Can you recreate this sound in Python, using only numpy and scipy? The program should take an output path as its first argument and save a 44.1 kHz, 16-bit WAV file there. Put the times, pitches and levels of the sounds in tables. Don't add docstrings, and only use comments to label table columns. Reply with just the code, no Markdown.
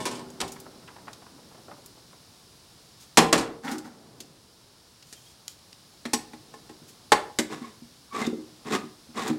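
import sys
import numpy as np
from scipy import signal
from scipy.io import wavfile
from scipy.ndimage import uniform_filter1d

SR = 44100
rng = np.random.default_rng(int(sys.argv[2]) if len(sys.argv) > 2 else 0)


def dump(signal):
    limited = np.clip(np.atleast_2d(signal).T, -1, 1)
    pcm = np.round(limited * 32767).astype(np.int16)
    wavfile.write(sys.argv[1], SR, pcm)


N = 413658
TIME = np.arange(N) / SR
BANDS_HZ = 31.25 * 2 ** (np.arange(28) / 3)
CUTOFF_HZ = 16000


HISS_COLOUR = [(25, -90), (50, -78), (100, -69), (135, -67), (200, -72.5), (500, -73.5), (1000, -69.5),
               (2200, -73), (3200, -67), (4000, -63), (5000, -60.5), (6300, -66), (8000, -66.5),
               (10000, -66), (13000, -74), (16000, -72)]
RUSTLE_COLOUR = [(50, -24.5), (130, 5), (300, 8.5), (700, 3.5), (1400, -1.5), (4000, -19.5), (16000, -31.5)]
# start in seconds, length in seconds, level in dB.
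ARM_MOVES = [(-.2, 0.2, -38.5), (.3, 1.48, -56), (3.6, 0.56, -50.5), (6.15, 0.69, -58.5), (7.35, 0.11, -64),
             (8.25, 0.16, -57.5), (9.15, .23, -43)]
MOVE_ATTACK_S, MOVE_T60_S, STILL_DB = 0.12, 1.84, -63
# frequency in Hz, t60 in seconds.
KITCHEN_ECHO = [(100, .5), (500, 0.45), (2000, 0.35), (6000, 0.26), (15000, 0.26)]

# start in seconds, level in dB, centre in Hz, t60 in seconds for sound near 3000 Hz.
TICKS = [(0.302, -43.5, 7100, 0.039), (0.478, -41, 5900, 0.11), (0.519, -39, 7800, 0.1),
         (0.6, -40, 9200, 0.055), (1.131, -40, 5000, 0.049), (1.86, -40, 9000, 0.045),
         (3.679, -25, 2080, 0.063), (3.714, -32.5, 6500, 0.14), (3.782, -34, 6140, 0.071),
         (4.203, -31.5, 5740, 0.066), (5.025, -42.5, 4170, 0.04), (5.48, -20, 5400, 0.012),
         (5.728, -39, 4450, 0.025), (8.266, -30.5, 5030, 0.035), (9.278, -29.5, 6660, 0.048)]
# start in seconds, length in seconds, level in dB.
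SCUFFS = [(2.99, 0.046, -52.5), (5.05, 0.27, -57), (5.47, 0.034, -50.5), (6.87, 0.022, -49.5)]
SCUFF_HZ, SCUFF_ATTACK_S, SCUFF_T60_S = 6400, .02, .15

# start in seconds, rattle level in dB,
# rattle t60 in seconds for sound near 3000 Hz, ring level in dB.
JOLTS = [(0.002, -40, 0.53, -37.5), (0.054, -25, 0.19, -34), (0.112, -38, 0.25, -42),
         (0.150, -41.5, 0.29, -65), (0.193, -43.5, 0.082, -47), (0.403, -25, 0.081, -64),
         (0.413, -20.5, 0.045, -40)]
# frequency in Hz, level in dB, t60 in seconds.
OPEN_CAN_MODES = [(243.8, -2, 1), (334, -21, 1), (387, -2, 1), (477, -8, 0.43), (626, -3.5, 0.18),
                  (863, -4, 0.28), (970, 1.5, 0.19), (1072, -1.5, 0.19), (1538, -8, 0.11),
                  (1776, -2.5, 0.13), (2214, -6, 0.12), (2930, -13, .25), (3515, -12, 0.38),
                  (3714, -24, .23), (4420, -29, 0.17), (5040, -18, 0.3), (5500, -26, 0.25), (5642, -31, .3),
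                  (7030, -25, 0.18), (8366, -14, 0.33), (8800, -21, .22), (10700, -18, 0.27)]
RATTLE_COLOUR = [(40, -43), (100, -40), (300, -7.5), (900, -5.5), (1700, -6), (4000, 2.5), (8500, 4),
                 (12000, -5), (16000, -28)]
# start in seconds, level in dB, centre in Hz.
PLOPS = [(0.421, -29, 740), (0.433, -27.5, 660), (0.560, -40, 1580), (0.657, -37.5, 920),
         (0.876, -39.5, 2230), (0.884, -38, 990), (0.960, -40.5, 1150), (1.079, -31.5, 1250),
         (1.263, -45.5, 1090), (1.545, -44.5, 910), (1.681, -38.5, 726), (1.710, -37.5, 1100),
         (2.129, -43, 970)]
DRIBBLE_START_S, DRIBBLE_GAP_S = 0.8, .115
DRIBBLE_DB, DRIBBLE_FADE_DB_PER_S = -44.5, 2.5
DRIBBLE_HZ, DRIBBLE_SAG_OCTAVES_PER_S = 980, 0.41

# start in seconds, clatter level in dB,
# clatter t60 in seconds for sound near 3000 Hz, ring level in dB.
CRASHES = [(0.420, -70, .2, -48), (3.1721, -4, 0.13, -33), (3.179, -3, 0.089, -17),
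           (3.187, -7.5, 0.061, -49), (3.327, -6, 0.11, -26.5), (3.378, -21, 0.25, -54),
           (3.428, -47, 0.09, -44)]
# frequency in Hz, level in dB, t60 in seconds.
BASIN_MODES = [(163.6, -0.5, 0.39), (238, -1, 0.43), (315.4, -3, 0.35), (346, -7.5, 0.55), (459, -1, 0.8),
               (490, -9, 0.35), (615, -9.5, 0.34), (669, -3, .3), (776.8, 2.5, 0.43), (945, -4, .15),
               (1032, -1.5, 0.39), (1126, 0, .2), (1299, -6.5, .18), (1374, -8.5, .2), (1680, -16.5, .2),
               (1860, -5.5, .2), (2850, -18, 0.22)]
CLATTER_COLOUR = [(30, -41), (55, -37), (90, -32.5), (160, -14.5), (300, -2.5), (550, -3.5), (1100, 0.5),
                  (2100, -2), (4000, 2), (8000, 2.5), (11000, -4), (16000, -23)]

# start in seconds, length in seconds, level in dB.
PUSHES = [(3.628, 0.095, -28), (3.83, 0.029, -39)]
PUSH_ATTACK_S, PUSH_T60_S = 0.024, 0.29
# frequency in Hz, width in Hz, level in dB.
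SLIDE_BODY = [(237, 17, 6), (308, 21, -2), (443, 46, -12), (802, 25, -2), (894, 84, -11.5),
              (1400, 320, -14.5), (2080, 420, -20), (4530, 3600, -28.5)]
# frequency in Hz, level in dB, t60 in seconds.
BOARD_MODES = [(150, -17, 0.14), (239.4, 1.5, 0.15), (311.6, -7, 0.21), (366.8, -13.5, 0.18),
               (438, -18, 0.096), (532, -27.5, 0.14)]
# start in seconds, level in dB, contact time in seconds, brightness in dB per octave.
ROCKS = [(3.723, -20, 0.016, 11), (3.775, -25, 0.009, 0), (4.201, -43, 0.0056, 15.5),
         (6.815, -40, 0.0054, -4), (7.518, -28.5, 0.0088, -7), (7.613, -33.5, 0.0061, -4),
         (7.817, -39, 0.0061, -14), (8.271, -17, 0.0018, 5.5), (8.651, -28, 0.011, -10),
         (8.709, -26.5, 0.0053, -2), (8.835, -33, 0.0044, -10), (9.086, -40, .008, -16),
         (9.296, -13.5, 0.0087, -6.5)]
THUMP_CONTACT_S = 0.0057
HARD_CONTACT_S, REBOUND_S, REBOUND_LOSS_DB, REBOUND_BRIGHTER_DB = .0039, .056, 9, 5.5

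# start in seconds, length in seconds, cutting level in dB.
TURNS = [(7.49, 0.19, -47), (8.122, 0.12, -33.5), (8.642, 0.12, -37), (9.14, 0.14, -36.5)]
TURN_ATTACK_S, TURN_T60_S = 0.038, 0.26
# time of the peak in seconds, level in dB.
TEARS = [(7.527, -37), (8.228, -45), (8.74, -24), (9.199, -35.5), (9.288, -33.5)]
TEAR_WIDTH_S = 0.022
# frequency in Hz, width in Hz, level in dB.
CUT_BODY = [(233, 37, 7.5), (429, 78, 2.5), (765, 80, -1), (936, 123, -3), (1080, 167, -0.5),
            (1810, 440, -7.5), (2070, 170, -4.5), (2480, 460, -13.5), (3680, 570, -11.5), (5140, 1430, -17),
            (7540, 2600, -20)]
# start in seconds, length in seconds, average pitch in Hz, level in dB.
SQUEAKS = [(5.135, .09, 3150, -58), (5.238, 0.1, 3290, -57.5), (7.62, 0.054, 1090, -44),
           (8.104, 0.12, 1129, -33), (8.2, 0.059, 2080, -38), (8.238, 0.043, 3700, -39),
           (8.72, 0.077, 1232, -32.5), (8.764, 0.12, 1240, -46), (9.146, 0.09, 1124, -33)]

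# start in seconds,
# then levels in dB of the steel snap, lid crunch, lid ring, opener frame ring and board thump.
BITES = [(5.126, -36.5, -62, -72, -59, -73), (6.053, -37.5, -30, -45.5, -44.5, -31.5),
         (6.133, -15.5, -29, -25, -29.5, -23), (6.333, -49.5, -44.5, -48.5, -66, -39),
         (6.539, -51, -48, -44, -67.5, -52), (6.694, -52, -47, -48.5, -73, -35),
         (7.119, -15.5, -8.5, -13, -44, -32), (7.3867, -18, -20, -51, -48, -16.5)]
SNAP_COLOUR = [(60, -29), (250, -8.5), (900, -12), (2300, -6), (5500, 5), (8500, 4), (12000, -5),
               (16000, -19)]
CRUNCH_COLOUR = [(40, -45), (200, -21), (450, -4), (900, -1.5), (1400, -3.5), (1900, 5), (2600, -1.5),
                 (4000, 2), (8000, -52), (16000, -36)]
# frequency in Hz, level in dB, t60 in seconds.
LID_MODES = [(446, -7.5, 0.18), (730, -12, 0.16), (833, 3, 0.1), (993, -8.5, 0.074), (1069, -0.5, 0.12),
             (1306, -22, 0.085), (1716, -22, 0.081), (1754, -6, 0.075), (2390, -19, 0.085)]
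# frequency in Hz, level in dB, t60 in seconds.
FRAME_MODES = [(1862, 6, 0.08), (2000, -11, 0.037), (3230, -25, 0.068), (4240, -14.5, .1), (5680, -1, 0.12),
               (7170, -15, .14), (7900, -7, 0.18), (8900, -11, .08)]
SECOND_JAW_S, SECOND_JAW_DB = .007, -7


def from_db(db):
    return 10 ** (np.asarray(db) / 20)


def rms_one(x):
    return x / np.sqrt(np.mean(x ** 2) + 1e-20)


def fade(t, t60):
    return np.exp(-np.log(1000) * t / t60)


def per_band(points):
    hz, value = np.transpose(points)
    return np.interp(np.log(BANDS_HZ), np.log(hz), value)


def noise_bank():
    white = rng.standard_normal((2, N))
    half_band = 2 ** (1 / 6)
    bands = []
    for k, hz in enumerate(BANDS_HZ):
        band_filter = signal.butter(2, [hz / half_band, hz * half_band], "band", fs=SR, output="sos")
        bands.append(rms_one(signal.sosfilt(band_filter, white[k % 2])))
    return np.array(bands)


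def shares(colour_db):
    gain = from_db(colour_db)
    return gain / np.sqrt(np.sum(gain ** 2))


def hump(hz, skirt_db):
    return -skirt_db * np.log2(1 + np.log2(BANDS_HZ / hz) ** 2)


def add(out, s, sound):
    start = max(round(s * SR), 0)
    out[start:start + len(sound)] += sound[:N - start]


def drift(rate, size):
    knots = rng.standard_normal(4000)
    return np.interp(TIME[:size] * rate, np.arange(len(knots)), knots)


def burst(bank, colour_db, t60, lows_linger, rise=0.00045):
    t = TIME[:SR // 4]
    start = rng.integers(N - SR)
    decay = fade(t, t60 * (BANDS_HZ[:, None] / 3000) ** -lows_linger)
    noise = shares(colour_db) @ (bank[:, start:start + len(t)] * decay)
    return noise * (1 - np.exp(-t / rise))


def mode_waves(modes):
    t = TIME[:SR // 2]
    waves = []
    for k, (hz, db, t60) in enumerate(modes):
        waves.append((-1) ** k * from_db(db) * np.sin(2 * np.pi * hz * t) * fade(t, t60))
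    return np.array(waves)


def ring(waves, scatter_db, contact=0.00055, emphasis_db=0):
    strength = from_db(emphasis_db + scatter_db * rng.standard_normal(len(waves)))
    sound = strength @ waves
    return sound * np.tanh(TIME[:len(sound)] / contact) ** 2


def resonate(x, body):
    out = 0
    for k, (hz, width, db) in enumerate(body):
        r = np.exp(-np.pi * width / SR)
        feedback = [1, -2 * r * np.cos(2 * np.pi * hz / SR), r * r]
        gain = (-1) ** k * from_db(db) * (1 - r * r) / 2
        out = out + gain * signal.lfilter([1, 0, -1], feedback, x)
    return out


def slips(per_s, spread_db):
    sizes = from_db(spread_db * np.minimum(rng.exponential(1, N), 3)) * rng.choice([-1, 1], N)
    happens = rng.random(N) < per_s / SR
    return sizes * happens + 1e-18


def stroke(s, length, attack_s, t60):
    t = TIME - s
    return np.clip(t / attack_s, 0, 1) * fade(np.maximum(t - length, 0), t60)


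def strokes(rows, attack_s, t60):
    return sum(from_db(db) * stroke(s, length, attack_s, t60) for s, length, db in rows)


def background(bank):
    hiss = from_db(per_band(HISS_COLOUR)) @ bank
    rustle = (shares(per_band(RUSTLE_COLOUR)) @ bank)[::-1]
    arm_level = np.hypot(from_db(STILL_DB), strokes(ARM_MOVES, MOVE_ATTACK_S, MOVE_T60_S))
    return hiss + arm_level * rustle


def kitchen(x, bank):
    t = TIME[:SR * 2 // 3]
    echoes = bank[:, :len(t)] * fade(t, per_band(KITCHEN_ECHO)[:, None])
    tail = np.sqrt(BANDS_HZ) @ echoes * (1 - np.exp(-(t / 0.0068) ** 2))
    return signal.fftconvolve(x, tail / np.sqrt(np.sum(tail ** 2)))[:N]


def handling(bank):
    scuff_noise = np.roll(shares(hump(SCUFF_HZ, skirt_db=6)) @ bank, SR)
    out = strokes(SCUFFS, SCUFF_ATTACK_S, SCUFF_T60_S) * scuff_noise
    for s, db, hz, t60 in TICKS:
        add(out, s, from_db(db) * burst(bank, hump(hz, skirt_db=8.5), t60, lows_linger=0.086))
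    return out


def dribble(count):
    early, loud, high = rng.standard_normal((count, 3)).T
    t = DRIBBLE_GAP_S * (np.arange(count) + 0.36 * early)
    level_db = DRIBBLE_DB - DRIBBLE_FADE_DB_PER_S * t + 0.57 * loud
    centre_hz = DRIBBLE_HZ * 2 ** (0.18 * high - DRIBBLE_SAG_OCTAVES_PER_S * t)
    return list(zip(DRIBBLE_START_S + t, level_db, centre_hz))


def emptying(bank):
    out, wall = np.zeros(N), mode_waves(OPEN_CAN_MODES)
    for s, db, t60, ring_db in JOLTS:
        add(out, s, from_db(db) * burst(bank, per_band(RATTLE_COLOUR), t60, lows_linger=0.44))
        add(out, s, from_db(ring_db) * ring(wall, scatter_db=2.5))
    for s, db, hz in PLOPS + dribble(count=11):
        squelch = burst(bank, hump(hz, skirt_db=8.5), t60=0.05, lows_linger=0.41, rise=0.0033)
        wet_flutter = from_db(3.5 * drift(rate=354, size=len(squelch)))
        add(out, s, from_db(db) * squelch * wet_flutter)
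    return out


def basin(bank):
    out, sheet = np.zeros(N), mode_waves(BASIN_MODES)
    for s, db, t60, ring_db in CRASHES:
        clatter = burst(bank, per_band(CLATTER_COLOUR), t60, lows_linger=0.46)
        rim_chatter = from_db(2.0 * drift(rate=700, size=len(clatter)))
        add(out, s, from_db(db) * clatter * rim_chatter)
        add(out, s, from_db(ring_db) * ring(sheet, scatter_db=1.5))
    return out


def board():
    slide = rms_one(resonate(slips(per_s=2200, spread_db=-2.0), SLIDE_BODY))
    out = strokes(PUSHES, PUSH_ATTACK_S, PUSH_T60_S) * slide
    body = mode_waves(BOARD_MODES)
    octaves = np.log2(np.array(BOARD_MODES)[:, 0] / 245)
    for s, *_, thump_db in BITES:
        add(out, s, from_db(thump_db) * ring(body, scatter_db=3.5, contact=THUMP_CONTACT_S))
    for s, db, contact, brightness_db in ROCKS:
        landings = 3 if contact < HARD_CONTACT_S else 1
        for k in range(landings):
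            emphasis_db = (brightness_db + k * REBOUND_BRIGHTER_DB) * octaves
            thump = ring(body, scatter_db=2.5, contact=contact, emphasis_db=emphasis_db)
            add(out, s + k * REBOUND_S, from_db(db - k * REBOUND_LOSS_DB) * thump)
    return out


def cutting():
    surges = sum(from_db(db) * np.exp(-((TIME - s) / TEAR_WIDTH_S) ** 2) for s, db in TEARS)
    unsteady = from_db(1.7 * drift(rate=130, size=N))
    effort = (strokes(TURNS, TURN_ATTACK_S, TURN_T60_S) + surges) * unsteady
    out = effort * rms_one(resonate(slips(per_s=2500, spread_db=3.5), CUT_BODY))
    for s, length, hz, db in SQUEAKS:
        size = int(length * SR)
        pitch_hz = hz * (1 + 0.023 * drift(rate=375, size=size))
        phase = 2 * np.pi * np.cumsum(pitch_hz) / SR
        swell = np.hanning(size) ** 0.76 * from_db(5.3 * drift(rate=184.5, size=size))
        tone = np.sin(phase) + from_db(-13.5) * np.sin(2 * phase)
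        add(out, s, from_db(db) * swell * tone)
    return out


def opener(bank):
    out, lid, frame = np.zeros(N), mode_waves(LID_MODES), mode_waves(FRAME_MODES)
    for s, snap_db, crunch_db, ring_db, frame_db, _ in BITES:
        for delay, jaw_db in ((0, 0), (SECOND_JAW_S, SECOND_JAW_DB)):
            snap = burst(bank, per_band(SNAP_COLOUR), t60=0.06, lows_linger=0.029)
            crunch = burst(bank, per_band(CRUNCH_COLOUR), t60=0.057, lows_linger=0.46)
            add(out, s + delay, from_db(snap_db + jaw_db) * snap)
            add(out, s + delay, from_db(crunch_db + jaw_db) * crunch)
        add(out, s, from_db(ring_db) * ring(lid, scatter_db=2.5))
        add(out, s, from_db(frame_db) * ring(frame, scatter_db=4.5))
    return out


def scene():
    bank = noise_bank()
    sink = emptying(bank) + basin(bank)
    counter = handling(bank) + board() + cutting() + opener(bank)
    room = kitchen(from_db(-11) * sink + from_db(-12.5) * counter, bank)
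    return (background(bank) + room + sink + counter)[None]


def gain_control(x, threshold_db, release_db_per_s):
    level_db = 10 * np.log10(np.maximum(uniform_filter1d(x ** 2, size=700), 1e-12))
    recovery = release_db_per_s * TIME
    excess_db = np.maximum(level_db - threshold_db, 0)
    cut_db = np.maximum.accumulate(excess_db + recovery, axis=-1) - recovery
    return x * from_db(-cut_db)


def record(dry):
    held = np.tanh(gain_control(dry, threshold_db=-8.5, release_db_per_s=1.5))
    return signal.sosfilt(signal.ellip(10, .1, 80, CUTOFF_HZ, fs=SR, output="sos"), held)


dry = scene()
out = record(dry)
dump(out)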